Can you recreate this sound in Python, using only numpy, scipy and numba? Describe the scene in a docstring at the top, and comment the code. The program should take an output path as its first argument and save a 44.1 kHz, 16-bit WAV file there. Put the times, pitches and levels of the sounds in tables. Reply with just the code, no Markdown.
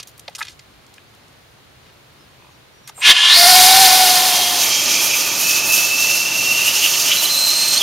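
"""A garden bench with a small rocket motor: dry crackles (bursts of grit), far birds (gliding tones), soft taps.
A valve clacks and squeals, then gas rushes and lights: noise around a moving peak, with treble and rumble.
The chamber howls on its pipe note. The sound dissolves to a closer spot, where the roar flickers in bands
of noise and the nozzle whistles in fluttering tones. Traffic and leaves lie behind; the camera clips the loudest."""
import sys
import numpy as np
from scipy import signal
from scipy.fft import rfft, irfft
from scipy.io import wavfile
from scipy.ndimage import uniform_filter1d
from numba import njit

SR = 44100
rng = np.random.default_rng(int(sys.argv[2]) if len(sys.argv) > 2 else 0)


def ratio(d):
    """dB to gain"""
    e = np.asarray(d, float) / 20
    return 10 ** e


def materialize(psi):
    """Save the field psi as 16-bit PCM at rate SR to the path in sys.argv[1].

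    A 1-D psi becomes a single channel; in a 2-D psi each row is a channel.
    """
    bounded = np.clip(np.atleast_2d(psi).T, -1, 1)
    quanta = np.round(bounded * 32767).astype(np.int16)
    wavfile.write(sys.argv[1], SR, quanta)


N = 344862
T = np.arange(N) / SR
FREQS = np.maximum(np.arange(N // 2 + 1) * SR / N, 1)

# How the close roar moves, shared with the whistles that ride on it.
# columns: time_s, level_db, treble_db (against the level)
ROAR_MOVES = [(3.8, -17, -3), (4.52, -22.5, -2), (4.67, -19.5, -2), (5.08, -21, 1), (5.34, -24.5, -1),
              (5.43, -23, 2), (5.47, -20, 0), (5.65, -22.5, -0.5), (5.75, -18, -0.5), (5.89, -24.5, 0.5),
              (6.1, -19, -4.5), (6.22, -23, -1.5), (7.05, -19, -2), (7.46, -23.5, 2), (7.82, -18.5, -5.5)]


def unit(x):
    """Scale to rms 1."""
    return x / np.sqrt(np.mean(x ** 2))


def shape(points):
    """Gain at every frequency from (Hz, dB) points."""
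    hz, db = np.transpose(points)
    return ratio(np.interp(np.log(FREQS), np.log(hz), db))


def colour(x, points):
    """Filter by (Hz, dB) points."""
    return irfft(rfft(x) * shape(points), N)


def hiss(points):
    """Noise of rms 1 with the given spectrum."""
    return unit(colour(rng.standard_normal(N), points))


def curves(table):
    """A gate that is open while the table lasts, then each column over time."""
    s, *columns = np.transpose(table)
    edge_s = .004
    gate = np.clip(np.minimum(T - s[0], s[-1] + edge_s - T) / edge_s, 0, 1)
    return [gate] + [np.interp(T, s, c) for c in columns]


def ramp(start_s, end_s):
    """0 before, 1 after, straight between."""
    return np.clip((T - start_s) / max(end_s - start_s, 1e-3), 0, 1)


@njit
def svf(x, hz, width):
    """State-variable band-pass with moving centre and width, gain 1 at the centre."""
    y, b, l = np.empty(len(x)), 0., 0.
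    for i in range(len(x)):
        g, k = np.tan(np.pi * hz[i] / SR), width[i] / hz[i]
        v = (b + g * (x[i] - l)) / (1 + g * (g + k))
        b, l, y[i] = 2 * v - b, l + 2 * g * v, k * v
    return y


def band(hz, width_hz):
    """Noise in a moving resonance applied twice, rms near 1."""
    width = np.clip(width_hz, 5, 9000) + 0 * T
    once = svf(rng.standard_normal(N), hz, width)
    return svf(once, hz, width) * np.sqrt(2 * SR / np.pi / width)


def walk(rate):
    """Random levels held 1 / rate s and smoothed twice; spread 1."""
    k = int(SR / rate)
    steps = np.repeat(rng.standard_normal(N // k + 1), k)
    return unit(uniform_filter1d(uniform_filter1d(steps, k), k)[:N])


def echoes(x, table, dull_hz, thin_hz):
    """Direct sound plus short, duller reflections, which comb the spectrum."""
    late = sum(ratio(db) * np.exp(-2j * np.pi * FREQS * ms / 1000) for ms, db in table)
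    # soft ground returns less of the bass, and a little early
    comb = 1 + late / np.sqrt(1 + (FREQS / dull_hz) ** 2) / (1 - 1j * thin_hz / FREQS)
    return irfft(rfft(x) * comb, N)


def spread(x, side_points):
    """Left and right differ by a smeared, later copy of the sound."""
    decay_ms = 7.7
    smear = rng.standard_normal(2048) * np.exp(-np.arange(2048) / (decay_ms * SR / 1000))
    late = signal.fftconvolve(x, smear / np.linalg.norm(smear))[:N]
    side = colour(late, side_points)
    return np.array([x + side, x - side])


def garden():
    """Distant traffic and leaves: two filtered noises that swell apart, the bass unevenly."""
    # spectrum of the leaves and air; columns: pitch_hz, level_db (per Hz)
    air = [(20, -28), (60, -4.5), (130, -1.5), (170, -6.5), (600, -9.5), (2500, -14.5), (4300, -16),
           (5100, -21.5), (15500, -31.5)]
    # spectrum of the far traffic; columns: pitch_hz, level_db (per Hz)
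    traffic = [(25, -14), (70, 2), (150, 4.5), (260, -27.5)]
    # side against middle; columns: pitch_hz, level_db
    side_tone = [(60, -8), (200, -7), (400, -2), (15000, -0.5)]

    def layer():
        """One draw of air and traffic, each with its own swell."""
        leaves = hiss(air) * ratio(0.34 * walk(5.13))
        return leaves + ratio(-9 + 1.4 * walk(6.9)) * hiss(traffic)

    mid, side = layer(), colour(layer(), side_tone)
    return ratio(-51) * np.array([mid + side, mid - side])


def cracks():
    """Each is a run of grit in a band that starts fast, the long ones more gently, and stops short."""
    # crackles, scrapes and clacks; columns: start_s, level_db, centre_hz, length_ms
    loud_cracks = [(0, -33, 3450, 15), (.027, -33, 4440, 10), (.07, -40, 6900, 27), (.177, -35, 10000, 3),
                   (.195, -31, 5970, 3.8), (.279, -22.5, 2500, 3.8), (.28, -28, 684, 8.5),
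                   (.35, -25, 4280, 8.8), (.364, -30, 4900, 3), (.379, -37, 1150, 30),
                   (.379, -34.5, 5900, 55), (.405, -24.5, 1600, 9), (.412, -21.5, 1630, 13),
                   (.425, -23, 3000, 6.3), (.449, -38.5, 4200, 13), (.469, -32, 3000, 4),
                   (.478, -34.5, 3200, 18), (.44, -43, 2500, 60), (.49, -44, 4500, 45),
                   (.592, -35, 3500, 5.1), (.865, -46, 5000, 4.5), (.939, -37.5, 5900, 2.6),
                   (.98, -36, 2100, 4), (1.85, -52, 2500, 76), (2.872, -35, 5984, 26),
                   (2.873, -41, 1800, 22), (2.892, -34, 4000, 6), (2.893, -33, 1250, 6),
                   (2.977, -35, 900, 5), (2.982, -40.5, 846, 59)]
    out, t_ms = np.zeros(N), np.arange(4096) / SR * 1000
    # twelve faint chance crackles rustle among the loud ones, between 0.1 and 1.3 s
    chances = rng.random((12, 4))
    faint = [(.1 + a * 1.2, -53.5 + 4 * b, 4000 + 4000 * c, 3 + 10 * d) for a, b, c, d in chances]
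    for s, db, hz, ms in loud_cracks + faint:
        fine, coarse = rng.standard_normal((2, 4096))
        # strong random level swings break the noise into grains, which are then squashed
        grit = np.tanh(fine * ratio(38 * uniform_filter1d(coarse, size=30)) / 6)
        # band width in octaves: 0.87 at 1 kHz, wider for higher cracks
        octaves = max(0.87 + 0.43 * np.log2(hz / 1000), .2)
        half = 2 ** (octaves / 2)
        edges_hz = [hz / half, min(hz * half, SR / 2.2)]
        sos = signal.butter(2, edges_hz, "bandpass", fs=SR, output="sos")
        rise = np.minimum(t_ms / (0.93 + 0.11 * ms), 1)
        fall = ratio(-9 * t_ms / ms - 3 * (t_ms / ms) ** 4)
        tail = ratio(-21.5 - .5 * t_ms)
        hold = rise * fall + tail
        burst = unit(signal.sosfilt(sos, grit * hold)) * np.sqrt(np.mean(hold ** 2))
        out[int(s * SR):int(s * SR) + 4096] += ratio(db) * burst
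    return out


def birds():
    """Far, thin falling whistles: gliding sines that flutter and break up."""
    # columns: start_s, length_s, start_hz, end_hz, level_db
    calls = [(2.19, .07, 5250, 4950, -61), (2.49, .06, 6700, 6400, -63), (2.51, .06, 5700, 5550, -58),
             (2.723, .09, 5750, 5700, -60), (2.83, .09, 5720, 5660, -55)]
    out = np.zeros(N)
    for s, length, start_hz, end_hz, db in calls:
        u = np.clip((T - s) / length, 0, 1)
        hz = start_hz + (end_hz - start_hz) * u + 40 * walk(90)
        arch = np.abs(np.sin(np.pi * u)) ** .5 * (u < 1)
        out += ratio(db + 4 * walk(120)) * arch * np.sin(2 * np.pi * np.cumsum(hz) / SR)
    return out


def knocks():
    """A far, hollow object tapped five times, hardest in the middle: dying sines."""
    # ringing notes of the object; columns: pitch_hz, t60_s (time to fall 60 dB), level_db
    ringing = [(1000, 0.017, 6.5), (2500, 0.034, 0)]
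    middle_s, gap_s = 2.446, .023
    out = np.zeros(N)
    for k in np.arange(-2, 3):
        t = np.maximum(T - middle_s - k * gap_s, 0)
        tap_db = -45 - 1.1 * k ** 2
        out += sum(ratio(tap_db + db - 60 * t / t60) * np.sin(2 * np.pi * hz * t) for hz, t60, db in ringing)
    return out


def jet():
    """Turbulent jet whose noise peak moves with the flow; treble and rumble come as it lights."""
    # gas flow; columns: time_s, level_db, peak_hz
    flow = [(2.94, -64, 2600), (3.006, -42.5, 2500), (3.024, -20, 2440), (3.064, -7, 2920),
            (3.112, -2.5, 3450), (3.136, -19.5, 2976), (3.155, -15.5, 2900), (3.258, -10, 3200),
            (3.31, -7.5, 3650), (3.35, -8.5, 4140), (3.39, -8.5, 4660), (3.556, -7.5, 4620),
            (4.7, -15.5, 4000)]
    # spectrum of the steady noise under the peak; columns: pitch_hz, level_db (per Hz)
    body = [(530, -47), (900, -4.5), (1550, -3.5), (1760, -1), (2000, 0.5), (2600, -1), (3850, 2.5),
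            (10300, -13), (15500, -41)]
    # spectrum of the rumble; columns: pitch_hz, level_db (per Hz)
    rumble_tone = [(20, -3), (60, -32), (200, -1.5), (500, 3), (900, 14), (1400, -9)]
    # chamber resonances while cold; columns: pitch_hz, width_hz, level_db (against the jet level)
    cold_modes = [(1005, 55, -23.5), (1707, 105, -15), (2080, 80, -22.5)]
    gate, level_db, hz = curves(flow)
    opens = ramp(3.006, 3.024)                         # the valve opens
    puff = ramp(3.03, 3.07) - ramp(3.115, 3.15)        # first cold puff
    warm = ramp(3.2, 3.4)                              # the chamber warms
    full = ramp(3.25, 3.63)                            # flame fills the chamber
    lit = ramp(3.27, 3.38)                             # flame catches
    core = ramp(3.13, 3.15) - ramp(3.38, 3.48)         # tight core of the peak

    width_hz = 960 + 570 * puff + 2800 * full
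    peak = ratio(-2.5) * band(hz, width_hz) + ratio(-5.5) * hiss(body)
    # warming raises the resonances by this share, and the full flame covers them
    sharp = 1 + 0.052 * warm
    resonances = sum(ratio(db) * band(f * sharp, w) for f, w, db in cold_modes)
    peak = peak + ratio(-13 * full) * resonances
    peak = peak + ratio(-6.5) * core * band(hz, 700)

    # against the level, and strongest against it while the valve is barely open
    treble_db = -30 + 9 * puff + 23 * lit + 33 * (1 - opens) + 3.5 * full
    treble = hiss([(5000, -19.0), (8000, -1.5), (12000, -0.5), (15500, -7.5)])
    rush = ratio(level_db + 0.67 * walk(60)) * (peak + ratio(treble_db) * treble)
    # the puff thumps 12 ms late, then the rumble grows as pressure builds
    thump = np.interp(T - .012, T, puff)
    rumble_db = -46 + 13.5 * thump + 23 * ramp(3.03, 3.59)
    return gate * rush + gate * opens * ratio(rumble_db) * hiss(rumble_tone)


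def leak():
    """Gas squeals through the barely open valve: noise in two narrow resonances."""
    # first thin squeal; columns: time_s, level_db
    squeal = [(2.945, -57), (2.96, -44), (3.015, -30), (3.03, -54)]
    # resonances of the gap; columns: pitch_hz, width_hz, level_db
    gap_modes = [(7450, 500, -4), (8330, 400, -2.5)]
    gate, level_db = curves(squeal)
    return gate * ratio(level_db) * sum(ratio(db) * band(hz + 0 * T, width) for hz, width, db in gap_modes)


def howl():
    """The burning chamber sings on its length mode, wavering in pitch, with a skirt of noise."""
    # pitch before the waver; columns: time_s, pitch_hz
    pitch = [(3.38, 689.5), (3.46, 708.7), (3.49, 735), (3.55, 748.6), (3.61, 736), (3.7, 748), (3.77, 765),
             (3.82, 752), (4.05, 734), (4.3, 734), (4.42, 716), (4.65, 718)]
    # the note and its overtones; columns: multiple (times the pitch), level_db
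    orders = [(1, 0.5), (2, -11.5), (3, -8)]
    t = np.maximum(T - 3.366, 0)
    hz = curves(pitch)[1]
    # swells in from 15 dB lower, then sags 3.5 dB each second
    level_db = -11.5 - 15 * np.exp(-t / 0.065) - 3.5 * t
    waver = 1 + .006 * walk(40) + .007 * walk(150)
    phase = 2 * np.pi * np.cumsum(hz * waver) / SR
    # each step up the overtones fades 6 dB per second faster
    tone = sum(ratio(db - (k - 1) * 6 * t) * np.sin(k * phase) for k, db in orders) * np.sqrt(2)
    skirt = ratio(-13) * band(hz * 1.02, 130.)
    return (t > 0) * ratio(level_db + 1.1 * walk(25)) * (tone + skirt)


def roar():
    """Flame roar in overlapping bands of noise that gust together and flicker alone."""
    # spectrum of the roar; columns: pitch_hz, level_db (per Hz)
    roar_tone = [(24, -50), (45, -44), (110, -18), (300, -14), (420, -14), (600, -13), (1250, -12.5),
                 (1700, -16), (2160, -13.5), (2700, -5), (3400, -10), (6300, -3), (7700, -11),
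                 (10500, -14.5), (12700, -11), (15500, -20.5)]
    gate, level_db, treble_db = curves(ROAR_MOVES)
    usual_db, usual_treble_db = level_db[T > 5].mean(), treble_db[T > 5].mean()
    body, gust, out = shape(roar_tone), walk(40), 0
    # the level counts for the part from 4.7 to 7.5 kHz
    heard = (FREQS > 4700) & (FREQS < 7500)
    scale = np.sqrt(np.sum(body[heard] ** 2) / len(FREQS))
    centres_hz = np.array([20, 300, 1000, 2500, 5500, 12000])
    for k, hz in enumerate(centres_hz):
        this_band = np.arange(len(centres_hz)) == k
        share = np.sqrt(np.interp(np.log(FREQS), np.log(centres_hz), this_band))
        # the level follows the gusts more at higher pitch
        follow = min(hz / 4500, 1)
        db = follow * (level_db - usual_db + 0.89 * gust) + 0.6 * walk(28) + 0.77 * walk(5)
        # the low roar thins as the bore burns wider, the lowest band most
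        db = db - (1 - follow) ** 4 * 1.4 * (T - 6)
        if hz == centres_hz[-1]:
            # the top spits in short puffs
            db = db + treble_db - usual_treble_db + 1.5 * walk(35)
        out = out + ratio(db) * irfft(rfft(rng.standard_normal(N)) * body * share, N)
    return gate * ratio(usual_db - 0.2) * out / scale


def whistle(gain, hz, width_hz, octave_db):
    """An edge tone at the nozzle: a fluttering note and octave in rough noise; it stutters while loose."""
    # a whistle this narrow keeps its full note, one this wide is all noise
    locked_hz, loose_hz = 100, 260
    loose = np.clip((width_hz - locked_hz) / (loose_hz - locked_hz), 0, 1)
    flutter_hz = width_hz * (.07 * walk(45) + .7 * walk(400))
    phase = 2 * np.pi * np.cumsum(hz + flutter_hz) / SR
    octave = ratio(octave_db) * ratio(3.9 * walk(200)) * np.sin(2 * phase)
    note = ratio(2.1 * walk(140)) * (np.sin(phase) + octave)
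    rough = (ratio(-8) + loose / 2) * band(hz, 2.5 * width_hz)
    stutter = ratio(.5 * walk(14) + 6 * loose * walk(45))
    return gain * stutter * (np.sqrt(1 - loose) * note + rough)


def whistles():
    """Three edge tones swell with the roar; a high one comes in bursts on a slowly climbing pitch."""
    # three notes; columns: time_s, pitch_hz, level_db (against the roar), width_hz (sets flutter and noise)
    first_note = [(4.2, 3170, -14, 110), (4.35, 3190, -3, 100), (4.95, 3240, -5.5, 95),
                  (5.35, 3270, -10, 100)]
    low_note = [(4.6, 2330, -16, 180), (4.9, 2400, -4.5, 150), (5.43, 2560, -2, 170), (5.445, 2570, 0, 60),
                (5.8, 2620, 2, 55), (6.1, 2682, 3, 55.3), (6.55, 2724, 2.5, 65.3), (6.7, 2774, 1, 200),
                (7.05, 2900, -4, 300), (7.3, 3080, -4, 302)]
    last_note = [(7.58, 3050, -50.5, 251), (7.775, 3180, 0.5, 240), (7.786, 3600, -7, 100),
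                 (7.82, 3230, 5.5, 70)]
    # the high one stutters, holds, and falters at the end; columns: start_s, length_s, level_db
    bursts = [(7.165, 0.023, -18.5), (7.193, .022, -18), (7.242, .018, -19), (7.292, 0.45, -17),
              (7.74, 0.031, -19), (7.771, 0.015, -14.5)]
    roar_db, out = curves(ROAR_MOVES)[1], 0
    for table, octave_db in ((first_note, -30), (low_note, -22), (last_note, -20)):
        gate, hz, db, width_hz = curves(table)
        out = out + whistle(gate * ratio(roar_db + db), hz, width_hz, octave_db)
    gain, edge_s = 0, 0.0055
    for s, length, db in bursts:
        end_s = s + length
        gain = gain + ratio(db) * (ramp(s, s + edge_s) - ramp(end_s, end_s + edge_s))
    since_first = np.maximum(T - bursts[0][0], 0)
    # climbs 200 Hz towards 4200 Hz, and flicks up as it breaks off
    hz = 4200 - 200 * np.exp(-since_first / .25) + 312 * ramp(7.775, 7.787)
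    # its octave grows as the note settles
    octave_db = np.interp(T, (6.5, 7.4), (-33.5, -8))
    return out + whistle(gain, hz, 110, octave_db)


def scene():
    """First spot dissolving into the closer one, over the same garden."""
    # reflections of each spot; columns: delay_ms, level_db
    ground_echoes = [(2.832, -5), (3.029, -29)]
    bench_echoes = [(2.45, -4), (1.9, -18)]
    roar_echoes = [(3.43, -7.5), (1.635, -18.5), (5.85, -21)]
    # side against middle at each spot; columns: pitch_hz, level_db
    jet_side = [(60, -12), (380, -16), (900, -54), (2400, -21.5), (8000, -14), (15000, -8)]
    roar_side = [(60, -10), (700, -18.5), (2400, -16.5), (8000, -14), (15000, 0.5)]
    # tilt of the close spot; columns: pitch_hz, left_minus_right_db
    lean = np.array([(200, -0.5), (2400, -0.5), (5000, -3), (15000, -4.5)])
    near = ramp(3.54, 4.78)
    first = echoes(np.sqrt(1 - near) * jet(), ground_echoes, dull_hz=7000, thin_hz=603)
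    first = first + leak() + (1 - near) ** 1.18 * howl()
    first = first + echoes(cracks(), bench_echoes, dull_hz=8000, thin_hz=500) + knocks() + birds()
    flame = echoes(np.sqrt(near) * roar(), roar_echoes, dull_hz=4000, thin_hz=696)
    left, right = spread(flame + whistles(), roar_side)
    # each side takes half of the tilt
    close = np.array([colour(left, lean * [1, .5]), colour(right, lean * [1, -.5])])
    return spread(first, jet_side) + close + garden()


def band_limit(x):
    """A steep low-pass at the top of the band."""
    return signal.sosfilt(signal.butter(12, 15730, fs=SR, output="sos"), x)


def record(dry):
    """The camera clips, has a narrow dip in the treble and cuts the top."""
    dip_hz, dip_width_hz, top_hz = 7860, 420, 15760
    hot = np.clip(dry, -.98, .98)
    dipped = np.array([c - .97 * svf(c, dip_hz + 0 * T, dip_width_hz + 0 * T) for c in hot])
    low_pass = signal.ellip(10, .2, 60, top_hz, fs=SR, output="sos")
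    finished = signal.sosfilt(low_pass, dipped)
    return band_limit(finished)


dry = scene()
out = record(dry)
materialize(out)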